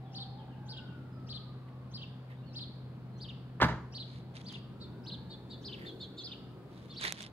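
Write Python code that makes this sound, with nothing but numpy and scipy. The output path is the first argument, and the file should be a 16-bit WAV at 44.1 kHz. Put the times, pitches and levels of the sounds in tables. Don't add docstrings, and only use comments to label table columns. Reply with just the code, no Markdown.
import sys
import numpy as np
from scipy import signal
from scipy.fft import rfft, irfft, next_fast_len
from scipy.io import wavfile
from scipy.ndimage import uniform_filter1d, map_coordinates

SR = 44100
rng = np.random.default_rng(int(sys.argv[2]) if len(sys.argv) > 2 else 0)


def unload_audio(sound):
    columns = np.transpose(np.atleast_2d(sound))
    steps = np.round(np.clip(columns, -1, 1) * 32767)
    wavfile.write(sys.argv[1], SR, steps.astype(np.int16))


N = 322812

# frequency in Hz, left-right likeness (1 is identical).
PORT_LIKENESS = [(200, 0.96), (1200, 0.68), (4000, 0.041)]
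# frequency in Hz, t60 in seconds.
STREET_DECAY = [(100, 0.74), (1000, 0.53), (4000, 0.42), (7000, 0.51), (14000, 0.062)]

# frequency in Hz, relative density in dB.
RUMBLE_SPECTRUM = [(20, -39), (40, -23), (60, -7), (190, 0.5), (260, -6), (340, -14.5), (900, -45),
                   (2000, -75)]
DRONE_SPECTRUM = [(150, -40), (260, -4.5), (350, 0), (480, -6.5), (900, -45.5)]
TYRE_SPECTRUM = [(150, -7.5), (500, 1.5), (900, -3.5), (1500, -9.5), (2200, -16), (4500, -20), (6000, -34),
                 (15500, -36.5)]
# time when nearest and half length in seconds, rumble and drone in relative dB.
PASSES = [(1.102, 0.43, -51, -61), (3.097, 0.35, -53, -64.5), (5.113, 0.45, -50, -57),
          (5.86, 0.12, -66, -49.5), (6.777, 0.38, -54.5, -56.5)]
# time in seconds, firing rate in Hz, relative level in dB.
ENGINE_IDLE = [(0, 128.1, -45), (3.5, 126.5, -44.5), (5.3, 124.9, -49), (7.3, 123.7, -55)]

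# peak time, rise and fall in seconds, relative level in dB.
WAIL_SWELLS = [(.88, 0.22, 0.09, -68.5), (1.62, 1.3, 0.54, -71.5), (4.75, 1, 0.58, -75),
               (6.6, 1.26, 1.9, -77)]
# middle and half length in seconds, pitch in Hz, glide in Hz a second, relative level in dB.
LOW_SIREN_GLIDES = [(.3, 0.64, 820.3, 76.5, -63), (5.2, 0.46, 899, -170, -70.5)]

# middle in seconds, pitch in Hz, glide in Hz a second, relative level in dB.
SONGBIRD_WHISTLES = [(.07, 3510, -8000, -67), (.392, 3220, -17000, -62), (.52, 2970, -11000, -67),
                     (.885, 3000, -12000, -64), (.97, 2760, -9000, -74), (1.15, 5000, -500, -73),
                     (2.376, 3590, 12001, -68), (2.449, 2850, 10999.5, -69), (2.49, 4200, -8000, -63),
                     (3.16, 4150, 4999, -67.5)]
# start, crest and end in seconds into the call,
# half width in seconds, foot and top in Hz, flatness of the top, relative level in dB.
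CHIRRUP_SHAPE = [(.002, .034, 0.066, .017, 2557, 4485, 5.08, 1.5),
                 (.050, .078, 0.11, .02, 2716, 4222, 2.57, 2)]
CHEEUP_SHAPE = [(.004, .037, 0.09, .0172, 3045, 4692, 4.6, 1),
                (.086, .107, 0.13, 0.0065, 2520, 3764, 1.73, 3.45)]
CHIP_SHAPE = [(-0.0035, 0.018, 0.062, 0.017, 3200, 3800, 1.67, 1)]
# start in seconds, pitch shift in Hz, relative level in dB.
CHIRRUP_CALLS = [(0.132, 86.5, -45.5), (1.276, -32.5, -45), (2.538, 21, -44.5), (3.928, 20.5, -44),
                 (5.049, -72, -47), (6.946, 30.5, -46.5)]
CHEEUP_CALLS = [(0.669, 88, -48.5), (1.917, -23, -47.5), (3.187, -25.5, -49), (4.44, -39.5, -48),
                (5.626, -61, -46), (6.215, 27.5, -45.5)]
CHIP_CALLS = [(4.801, 171, -53), (5.296, 132, -51), (5.497, 131, -50), (5.853, -18, -49),
              (5.999, -42, -46.5), (6.172, -17, -46), (6.892, -59, -52.5)]
# time in seconds, left port's lead in ms.
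SPARROW_BEARING = [(2.6, -.1), (3.3, -0.015), (3.95, -0.077), (5.1, -0.0058), (6.25, 0.077),
                   (6.95, -0.0052)]
# frequency in Hz, gain in dB.
BEAK_RESPONSE = [(2500, -1.5), (4900, 1), (5500, -2), (6500, -5), (9000, -7.5), (10500, 5)]

# peak time, rise and fall in seconds, relative level in dB.
CLOSE_SCUFFS = [(1.685, 0.0033, 0.0073, -61), (2.31, 0.02, 0.048, -60.5), (5.83, 0.071, 0.069, -56.5),
                (7.058, 0.034, 0.049, -40)]
GRIT_SPECTRUM = [(300, -2.5), (1480, -6), (1850, 9.5), (2400, -2), (3300, -6), (6000, -26.5)]

# start in seconds, relative level in dB, t60 in seconds.
SEAL_SQUEEZE = [(3.6015, -29.5, 0.17)]
DOOR_HITS = [(3.6142, -16, 0.032), (3.6212, -15, 0.019), (3.6265, -19, 0.084), (3.6422, -24, 0.063),
             (3.684, -34, .2)]
BODY_THUD = [(3.621, -20.5, 0.19)]
# frequency in Hz, relative density in dB.
SEAL_SPECTRUM = [(200, -4), (1800, 7), (2500, -6), (9000, -42.5)]
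DOOR_SPECTRUM = [(150, -11.5), (420, 2), (1100, 0.5), (1900, -1), (2350, -12.5), (4200, -13), (5600, -23.5),
                 (7500, -31), (11500, -51), (15000, -73)]
THUD_SPECTRUM = [(30, -24), (60, 7), (290, 8.5), (700, -40)]
# frequency in Hz, relative level in dB, t60 in seconds.
SKIN_MODES = [(636, -8, .2), (866, -5, .3), (973, -8, .32), (1058, -6, .27), (1149, 0, .21),
              (1243, -6, .33), (1347, -9, .3), (1484, -6, .24), (1590, 3, .09), (1738, 4, .09),
              (2050, -8, .14)]
CABIN_MODES = [(54, -6, 0.39), (69.3, 2.5, 0.37), (98, 5, 0.19), (124, 9, 0.21), (163.5, -1, 0.43)]
# frequency in Hz, left over right in dB.
PORT_SHADE = [(700, 2.0), (1200, -2.5), (4000, -4.0), (10000, -2.0)]

# peak time, rise and fall in seconds, relative level in dB.
CLOTH_RUBS = [(4.15, 0.11, 0.068, -65), (4.364, 0.019, 0.034, -54), (4.414, 0.019, 0.0068, -56.5),
              (4.548, 0.11, 0.045, -58.5), (6.771, 0.08, 0.36, -67), (7.052, 0.046, 0.061, -39),
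              (7.215, 0.068, 0.059, -50)]
CLOTH_SPECTRUM = [(200, -8), (600, -3), (1400, 0), (1800, 5), (2200, 5.5), (2700, 1.5), (3700, 7.5),
                  (5200, -3), (7000, -9), (8100, -14), (9300, -6.5), (12500, -40)]
# start in seconds, relative level in dB.
BAG_TICKS = [(4.5255, -39.5), (7.0125, -35.5), (7.0403, -30), (7.1236, -21), (7.1935, -43), (7.2083, -39),
             (7.222, -37), (7.2288, -37)]
TICK_SPECTRUM = [(200, 1.5), (900, -0.5), (3500, 5), (5200, 2), (7000, 3.5), (10000, -8), (16000, -20)]

SIDES = np.array([[.5], [-.5]])


def amp(db):
    return 10 ** (np.asarray(db) / 20)


def unit(x):
    return x / np.sqrt(np.mean(x ** 2) + 1e-20)


def clock():
    return np.arange(N) / SR


def along(points, hz):
    f, v = np.transpose(points)
    return np.interp(np.log(hz + 1), np.log(f + 1), v)


def curves(rows, t):
    s, *cols = np.transpose(rows)
    return [np.interp(t, s, c) for c in cols]


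def wobble(rate):
    knots = rng.standard_normal(int(N * rate / SR) + 4)
    return map_coordinates(knots, [clock() * rate])


def swell(t, s, rise, fall, db):
    return amp(db - 12.6 * ((t - s) / np.where(t < s, rise, fall)) ** 2)


def add(track, s, sound):
    part = track[..., max(round(s * SR), 0):][..., :sound.shape[-1]]
    part += sound[..., :part.shape[-1]]


def filtered(x, response):
    size = next_fast_len(N + SR // 2)
    return irfft(rfft(x, size) * response(np.fft.rfftfreq(size, 1 / SR)), size)[..., :N]


def coloured(x, spectrum, size=4096):
    cepstrum = irfft(np.log(amp(along(spectrum, np.fft.rfftfreq(size, 1 / SR)))))
    cepstrum[1:size // 2] *= 2
    cepstrum[size // 2 + 1:] = 0
    pulse = irfft(np.exp(rfft(cepstrum)))
    return signal.fftconvolve(x, pulse / np.linalg.norm(pulse))[:N]


def placed(x, lead_ms, left_db):
    return amp(SIDES * left_db) * filtered(x, lambda hz: np.exp(2j * np.pi * hz * SIDES * lead_ms / 1000))


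def diffuse(noises):
    angle = lambda hz: np.arccos(along(PORT_LIKENESS, hz)) / 2
    mid, side = filtered(noises, lambda hz: np.array([np.cos(angle(hz)), np.sin(angle(hz))]))
    return np.array([mid + side, mid - side])


def rush(spectrum):
    noise = diffuse(rng.standard_normal((2, N)))
    return unit(filtered(noise, lambda hz: amp(along(spectrum, hz))))


def road_level(steady_db, pass_db):
    t = clock()
    passing = sum(amp(db) ** 2 / (1 + ((t - s) / half) ** 2) for (s, half, *_), db in zip(PASSES, pass_db))
    return np.sqrt(amp(steady_db) ** 2 + passing)


def traffic():
    _, _, rumble_db, drone_db = np.transpose(PASSES)
    rumble = road_level(-53.5, rumble_db) * amp(-0.5 + 1.6 * wobble(7.1)) * rush(RUMBLE_SPECTRUM)
    drone = road_level(-80.5, drone_db) * amp(-0.5) * rush(DRONE_SPECTRUM)
    tyres = amp(-59.5 + 0.16 * wobble(14)) * rush(TYRE_SPECTRUM)
    return placed(rumble + drone + tyres, lead_ms=-0.1, left_db=0.7)


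def engine():
    hz, db = curves(ENGINE_IDLE, clock())
    phase = 2 * np.pi * np.cumsum(hz * (1 + 0.00513 * wobble(12))) / SR
    drone = amp(db + 0.5 + 0.75 * wobble(12)) * (np.sin(phase) + amp(-17) * np.sin(2 * phase))
    return placed(drone, lead_ms=-0.06, left_db=0.56)


def street_echo(x, build_s):
    hz, t, frames = signal.stft(rng.standard_normal((2, SR)), SR, nperseg=256)
    decay = amp(-60 * t / along(STREET_DECAY, hz)[:, None])
    _, tail = signal.istft(frames * decay, SR, nperseg=256)
    onset = 1 - np.exp(-np.arange(tail.shape[1]) / SR / build_s)
    tail = diffuse(tail * onset)[:, :SR]
    return signal.fftconvolve(x[None], tail / np.linalg.norm(tail[0]), axes=1)[:, :N]


def glides(rows, waver_hz):
    t, waver = clock(), waver_hz * wobble(130)
    out = np.zeros(N)
    for s, half, hz, slope, db in rows:
        phase = 2 * np.pi * np.cumsum(hz + slope * (t - s) + waver) / SR
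        out += swell(t, s, half, half, db) * np.sin(phase)
    return out


def sirens():
    first_crest_s, period_s, wind_up_s, coast_s = .3, 5.24, 1.3, 1.82
    top_hz, rest_hz, smear_hz = 1750, 595.4, 34
    t = clock()
    since_crest = (t - first_crest_s) % period_s
    climb = np.clip((since_crest - period_s) / wind_up_s + 1, 0, 1)
    coast = np.exp(-since_crest / coast_s)
    hz = rest_hz + (top_hz - rest_hz) * (coast + (1 - coast) * np.sin(np.pi / 2 * climb))
    phase = 2 * np.pi * np.cumsum(hz + smear_hz * wobble(130)) / SR
    level = sum(swell(t, *row) for row in WAIL_SWELLS)
    wails = level * np.sin(phase) + glides(LOW_SIREN_GLIDES, smear_hz)
    return amp(2) * wails + amp(4) * street_echo(wails, build_s=0.0072)


def foliage(sound, near_db, far_db):
    t = np.arange(SR // 2) / SR
    paths = np.zeros((2, len(t)))
    for db, t60 in ((near_db, .035), (far_db, .65)):
        tail = rng.standard_normal(paths.shape) * amp(-60 * t / t60)
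        paths += amp(db) * tail / np.linalg.norm(tail[0])
    paths[:, 0] = 1
    return signal.fftconvolve(np.atleast_2d(sound), paths, axes=1)


def songbird(half_length_s=0.036):
    whistles = glides([(s, half_length_s, *rest) for s, *rest in SONGBIRD_WHISTLES], waver_hz=110)
    return amp(-4) * foliage(whistles, near_db=-0.5, far_db=5)[:, :N]


def syllables(shape, t, fall_stretch=1.1, start_db=-24, end_db=-15):
    start, crest, end, width, foot_hz, top_hz, flatness, db = np.transpose(shape)[..., None]
    rising = t < crest
    from_crest = np.abs((t - crest) / np.where(rising, width, fall_stretch * width))
    pitch = foot_hz + (top_hz - foot_hz) / (1 + from_crest ** flatness)
    edge = ((t - crest) / np.where(rising, crest - start, end - crest)) ** 2
    level_db = db + np.where(rising, start_db * edge, end_db * edge ** 2)
    return np.choose(level_db.argmax(axis=0), pitch), level_db.max(axis=0)


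def syrinx(shape, calls, beat_hz, upper_db, lower_db, rough, rasp_db, octave_db, lead_ms=0):
    catch_s = .025
    out = np.zeros((2, N))
    t = np.arange(int((catch_s + shape[-1][2] + .008) * SR)) / SR - catch_s
    pitch, level_db = syllables(shape, t)
    pitch = uniform_filter1d(pitch, size=90)
    strain = (pitch / pitch.max()) ** 2
    for s, shift_hz, db in calls:
        noise = rng.standard_normal((3, len(t)))
        pitch_jitter, beat_jitter, rasp = unit(uniform_filter1d(uniform_filter1d(noise, 30), 30))
        phase = 2 * np.pi * np.cumsum((pitch + shift_hz) * (1 + rough * strain * pitch_jitter)) / SR
        lead_s = (curves(SPARROW_BEARING, s)[0] + lead_ms) / 1000
        phase = phase + 2 * np.pi * pitch * lead_s * SIDES
        beat = 2 * np.pi * np.cumsum(beat_hz * (1 + 0.081 * beat_jitter)) / SR
        upper = amp(upper_db) * (np.sin(phase + beat) + amp(-19) * np.sin(phase + 2 * beat))
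        voice = np.sin(phase) + strain * (upper + amp(lower_db) * np.sin(phase - beat))
        hoarse = amp(rasp_db) * np.exp(-((t - .005) / 0.013) ** 2) + amp(level_db + octave_db)
        call = amp(db) * (amp(level_db) * voice + hoarse * rasp * np.sin(2 * phase))
        call = foliage(call * signal.windows.tukey(len(t), .1), near_db=-4, far_db=-6)
        add(out, s - catch_s, call)
        wall_delay_s = .035 + .012 * rng.uniform(-1, 1)
        add(out, s - catch_s + wall_delay_s, amp(-16) * call[::-1])
    return out


def sparrows():
    chirrups = syrinx(CHIRRUP_SHAPE, CHIRRUP_CALLS, beat_hz=452, upper_db=-10, lower_db=-6.5,
                      rough=0.027, rasp_db=-13.5, octave_db=-26)
    cheeups = syrinx(CHEEUP_SHAPE, CHEEUP_CALLS, beat_hz=422, upper_db=-6, lower_db=-7,
                     rough=0.021, rasp_db=-15, octave_db=-25)
    chips = syrinx(CHIP_SHAPE, CHIP_CALLS, beat_hz=655, upper_db=-2, lower_db=-20,
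                   rough=0.027, rasp_db=-23, octave_db=-21, lead_ms=-0.053)
    return amp(-0.5) * filtered(chirrups + cheeups + chips, lambda hz: amp(along(BEAK_RESPONSE, hz)))


def rubbing(strokes, spectrum, spiky_db=5.5):
    def grains():
        return unit(coloured(rng.standard_normal(N) * amp(spiky_db * wobble(600)), spectrum))

    level = sum(swell(clock(), *row) for row in strokes)
    direct = placed(grains(), lead_ms=-0.29, left_db=-3)
    spread = amp(-2.5) * np.array([grains(), grains()])
    return level * (direct + spread)


def bursts(rows, spectrum):
    out, t = np.zeros(N), np.arange(SR // 4) / SR
    for s, db, t60 in rows:
        add(out, s, amp(db - 60 * t / t60) * rng.standard_normal(len(t)))
    return coloured(out, spectrum)


def ring(modes, attack_s):
    t = np.arange(SR // 2) / SR
    tones = sum(amp(db + rng.normal() - 60 * t / t60) * np.sin(2 * np.pi * (hz * t + rng.random()))
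                for hz, db, t60 in modes)
    return tones * (1 - np.exp(-t / attack_s))


def car_door():
    door = bursts(SEAL_SQUEEZE, SEAL_SPECTRUM) + bursts(DOOR_HITS, DOOR_SPECTRUM)
    door += bursts(BODY_THUD, THUD_SPECTRUM)
    add(door, 3.6195, amp(-27.5) * ring(SKIN_MODES, attack_s=0.001))
    add(door, 3.619, amp(-30) * ring(CABIN_MODES, attack_s=0.019))
    direct = placed(door, lead_ms=0.1, left_db=-1)
    shaded = filtered(direct, lambda hz: amp(SIDES * along(PORT_SHADE, hz)))
    return shaded + amp(-14.5) * street_echo(door, build_s=0.0067)


def bag_ticks(t60=0.0033):
    snaps = bursts([(s, db, t60) for s, db in BAG_TICKS], TICK_SPECTRUM)
    return placed(snaps, lead_ms=0, left_db=-9)


def scene():
    holder = rubbing(CLOTH_RUBS, CLOTH_SPECTRUM) + rubbing(CLOSE_SCUFFS, GRIT_SPECTRUM) + bag_ticks()
    return traffic() + engine() + sirens() + sparrows() + songbird() + car_door() + holder


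def record(dry):
    return filtered(dry, lambda hz: hz < 15750)


dry = scene()
out = record(dry)
unload_audio(out)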